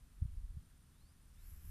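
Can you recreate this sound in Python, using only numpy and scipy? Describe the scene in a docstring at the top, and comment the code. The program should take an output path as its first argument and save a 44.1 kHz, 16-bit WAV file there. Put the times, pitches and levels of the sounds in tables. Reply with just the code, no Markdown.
"""A light breeze rumbles and buffets on the microphone of a hand-held camera on a quiet, wooded hillside.
The hand knocks the case three times, the first a double hit: dull thumps with a short, low wobble.
Behind them lies a wide bed of forest air and hissing insects, and a distant bird gives two rising
whistles. Near the end a high brushing hiss swells over a soft rustle of leaves."""
import sys
import numpy as np
from scipy import signal
from scipy.fft import rfft, irfft
from scipy.io import wavfile
from scipy.ndimage import uniform_filter1d

SR = 44100
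rng = np.random.default_rng(int(sys.argv[2]) if len(sys.argv) > 2 else 0)


def put_to_file(sound):
    """Save the sound as 16-bit audio at rate SR, in the file named by the first command-line argument."""
    columns = np.atleast_2d(sound).T  # one column per channel
    safe = np.clip(columns, -1, 1)
    whole_steps = np.round(safe * 32767)
    wavfile.write(sys.argv[1], SR, whole_steps.astype(np.int16))


N = 74970

# gusts on the microphone (time [s], level [dB])
GUST_LEVELS = [(0, -71), (.035, -55), (.085, -69), (.18, -56.5), (.28, -47.5), (.32, -48), (.45, -54.5),
               (.54, -53.5), (.59, -49), (.625, -67.5), (.75, -61.5), (.87, -70), (1.0, -68.5), (1.04, -60),
               (1.16, -68.5), (1.35, -60), (1.52, -50.5), (1.62, -57), (1.69, -46.5)]
# their low rumble (frequency [Hz], relative level [dB])
RUMBLE_COLOUR = [(12, -9.5), (22, -9.5), (36, 1.5), (58, -9), (77, -4.5), (105, -21.5), (150, -28),
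                 (220, -42.5), (400, -53), (900, -74)]
# air fluttering around the case (frequency [Hz], relative level [dB])
FLUTTER_COLOUR = [(20, -3), (70, -2.5), (130, -1), (190, -6), (270, -12), (370, -20.5), (520, -32),
                  (1000, -49.5)]
# far forest air (frequency [Hz], relative level [dB])
FOREST_COLOUR = [(100, 0), (450, -2), (680, -3.5), (1200, 0), (1650, -1.5), (2300, -5.5), (3500, -5.5),
                 (6000, -8), (11000, -8), (14000, -9)]
# far insect chorus (time [s], level [dB])
INSECT_LEVELS = [(0, -86), (.2, -82.5), (.6, -84), (1.0, -84.5), (1.3, -83.5), (1.7, -88.5)]
# hand on the case (time [s], level [dB], pitch [Hz], firm core relative to the bump [dB])
HAND_BUMPS = [(0.2251, -27, 73.2, -17), (0.2559, -32, 81, -26), (0.574, -38, 88.6, -33),
              (.629, -55.5, 148, -42)]
# single eddies on the microphone (time [s], level [dB], pitch [Hz])
EDDY_HITS = [(.381, -36, 40), (.444, -39, 36.4), (.502, -41, 40.3)]
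# bird calls (start [s], length [s], start pitch [Hz], end pitch [Hz], midway level [dB], swell [dB/s])
BIRD_WHISTLES = [(0.919, .235, 3194, 5400, -81, 28), (1.353, 0.15, 3277, 4990, -81.5, -40)]
# swell of the leaves (time [s], level [dB])
LEAF_LEVELS = [(1.1, -100), (1.35, -81.5), (1.44, -76), (1.52, -76.5), (1.6, -77.5), (1.68, -74)]
# tone of the leaves (frequency [Hz], relative level [dB])
LEAF_COLOUR = [(500, -16.5), (1100, -6), (1550, -2), (2200, -4), (3200, -7), (4200, -16.5), (5400, -3),
               (6300, -12), (7500, -3.5), (12000, -21)]
# swell of the brushing hiss (time [s], level [dB])
HISS_LEVELS = [(1.25, -100), (1.39, -77.5), (1.44, -71), (1.505, -65), (1.56, -69), (1.595, -71.5),
               (1.64, -69), (1.68, -65)]
# tone of the brushing hiss (frequency [Hz], relative level [dB])
HISS_COLOUR = [(4000, -34.5), (6500, -15.5), (7400, -17.5), (9000, -13.5), (10300, -9.5), (10850, -3.5),
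               (11150, -1.5), (12400, -0.5), (14000, -12)]
# stereo width of the background (frequency [Hz], side relative to mid [dB])
STEREO_WIDTH = [(60, -44), (98, -43), (160, -41), (260, -29), (430, -22.5), (700, -22.5), (1150, -39),
                (1890, -32.5), (3090, -36), (5060, -15), (8280, -5.5), (13600, -6.5)]


def from_db(db):
    """Decibels to gain."""
    return 10 ** (np.asarray(db) / 20)


def rms_one(x):
    """Scale to an rms of 1."""
    return x / np.sqrt(np.mean(x ** 2) + 1e-20)


def seconds():
    """Time of every sample."""
    return np.arange(N) / SR


def fader(rows):
    """Gain ride through (time [s], level [dB]) points."""
    return from_db(np.interp(seconds(), *np.transpose(rows)))


def bins():
    """Frequency of every spectral bin, at least 1 Hz."""
    return np.maximum(np.arange(N // 2 + 1) * SR / N, 1)


def eq(points):
    """EQ curve through (frequency [Hz], level [dB]) points."""
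    hz, db = np.transpose(points)
    return from_db(np.interp(np.log(bins()), np.log(hz), db))


def noise(gains):
    """Noise shaped by an EQ curve, rms 1."""
    return rms_one(irfft(rfft(rng.standard_normal(N)) * gains, N))


def drift(rate_hz):
    """Random modulator that rolls off above its rate, rms 1."""
    return noise(1 / (1 + (bins() / rate_hz) ** 2))


def flicker(rate_hz, depth_db):
    """A gain that wanders at random."""
    return from_db(depth_db * drift(rate_hz))


def wide_noise(gains):
    """Stereo noise that is centred in the bass and opens up in the treble."""
    mid, side = rfft(rng.standard_normal((2, N))) * gains
    mid, side = irfft(mid, N), irfft(side * eq(STEREO_WIDTH), N)
    return (mid + side * [[1], [-1]]) / mid.std()


def thumps(rows, width_cycles):
    """Soft pushes: the pressure swings once each way under a bell-shaped envelope."""
    out = np.zeros(N)
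    for time, db, hz in rows:
        cycles = (seconds() - time) * hz
        bell = np.exp(-.5 * (cycles / width_cycles) ** 2)
        out += from_db(db) * bell * np.sin(2 * np.pi * cycles)
    return out


def breeze():
    """Gusts rumble on the microphone over a steady flutter of air around the case."""
    rumble = noise(eq(RUMBLE_COLOUR))
    rumble /= np.sqrt(uniform_filter1d(rumble ** 2, size=2600, mode="wrap"))  # even out before the fader
    flutter = rms_one(noise(eq(FLUTTER_COLOUR)) * flicker(rate_hz=17, depth_db=.53))
    return fader(GUST_LEVELS) * rumble + from_db(-69) * flutter


def forest_air():
    """The far forest lays down a smooth, even hiss."""
    return from_db(-75) * wide_noise(eq(FOREST_COLOUR))


def insects(centre_hz=9300, spread_hz=650):
    """A far chorus blurs into one shrill, shimmering band."""
    band = np.exp(-.25 * ((bins() - centre_hz) / spread_hz) ** 2)
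    return fader(INSECT_LEVELS) * wide_noise(band) * flicker(rate_hz=110, depth_db=2.8)


def hand_bumps(width_cycles=.28, core_pitch_ratio=2.13):
    """The hand lands dull thumps with a firmer core, each setting the case wobbling."""
    bodies = [(time, db, hz) for time, db, hz, _ in HAND_BUMPS]
    cores = [(time, db + core_db, hz * core_pitch_ratio) for time, db, hz, core_db in HAND_BUMPS]
    push = thumps(bodies, width_cycles) + thumps(cores, width_cycles)
    return push + .48 * case_wobble(push)


def case_wobble(push, pitch_hz=69.4, t60_s=.086):
    """The case answers a push with one low, quickly damped resonance."""
    decay = from_db(-60 / (t60_s * SR))
    feedforward = np.array([1, 0, -1]) * (1 - decay ** 2) / 2
    feedback = [1, -2 * decay * np.cos(2 * np.pi * pitch_hz / SR), decay ** 2]
    return signal.lfilter(feedforward, feedback, push + 1e-18)


def eddies():
    """Single eddies buffet the microphone with sub-bass puffs."""
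    return -thumps(EDDY_HITS, width_cycles=.45)


def bird(attack_s=.025, release_s=.055, waver_hz=20):
    """Pure upward glides that waver and fade on their long way through the air."""
    out = np.zeros(N)
    for start, length, low_hz, high_hz, db, swell in BIRD_WHISTLES:
        age = np.clip(seconds() - start, 0, length)
        hz = low_hz + (high_hz - low_hz) * age / length + waver_hz * drift(rate_hz=100)
        envelope = np.minimum(age / attack_s, 1) * np.minimum((length - age) / release_s, 1)
        gain = from_db(db + swell * (age - length / 2)) * flicker(rate_hz=32, depth_db=1.2)
        out += gain * envelope * np.sin(2 * np.pi * np.cumsum(hz) / SR)
    return out


def leaves():
    """Leaves stir in a soft, grainy rustle."""
    return fader(LEAF_LEVELS) * wide_noise(eq(LEAF_COLOUR)) * flicker(rate_hz=250, depth_db=1.3)


def brushing_hiss():
    """A bright, fine-grained hiss swells, dips and swells again."""
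    return fader(HISS_LEVELS) * wide_noise(eq(HISS_COLOUR)) * flicker(rate_hz=290, depth_db=1.5)


def scene():
    """Wind, hand and bird sit dead centre in the wide forest."""
    centre = breeze() + hand_bumps() + eddies() + bird()
    return centre + forest_air() + insects() + leaves() + brushing_hiss()


def record(dry):
    """A steep high cut takes off the very top."""
    cutoff_hz = 14260
    high_cut = signal.ellip(14, .1, 70, cutoff_hz, fs=SR, output="sos")
    return signal.sosfilt(high_cut, dry)


dry = scene()
out = record(dry)
put_to_file(out)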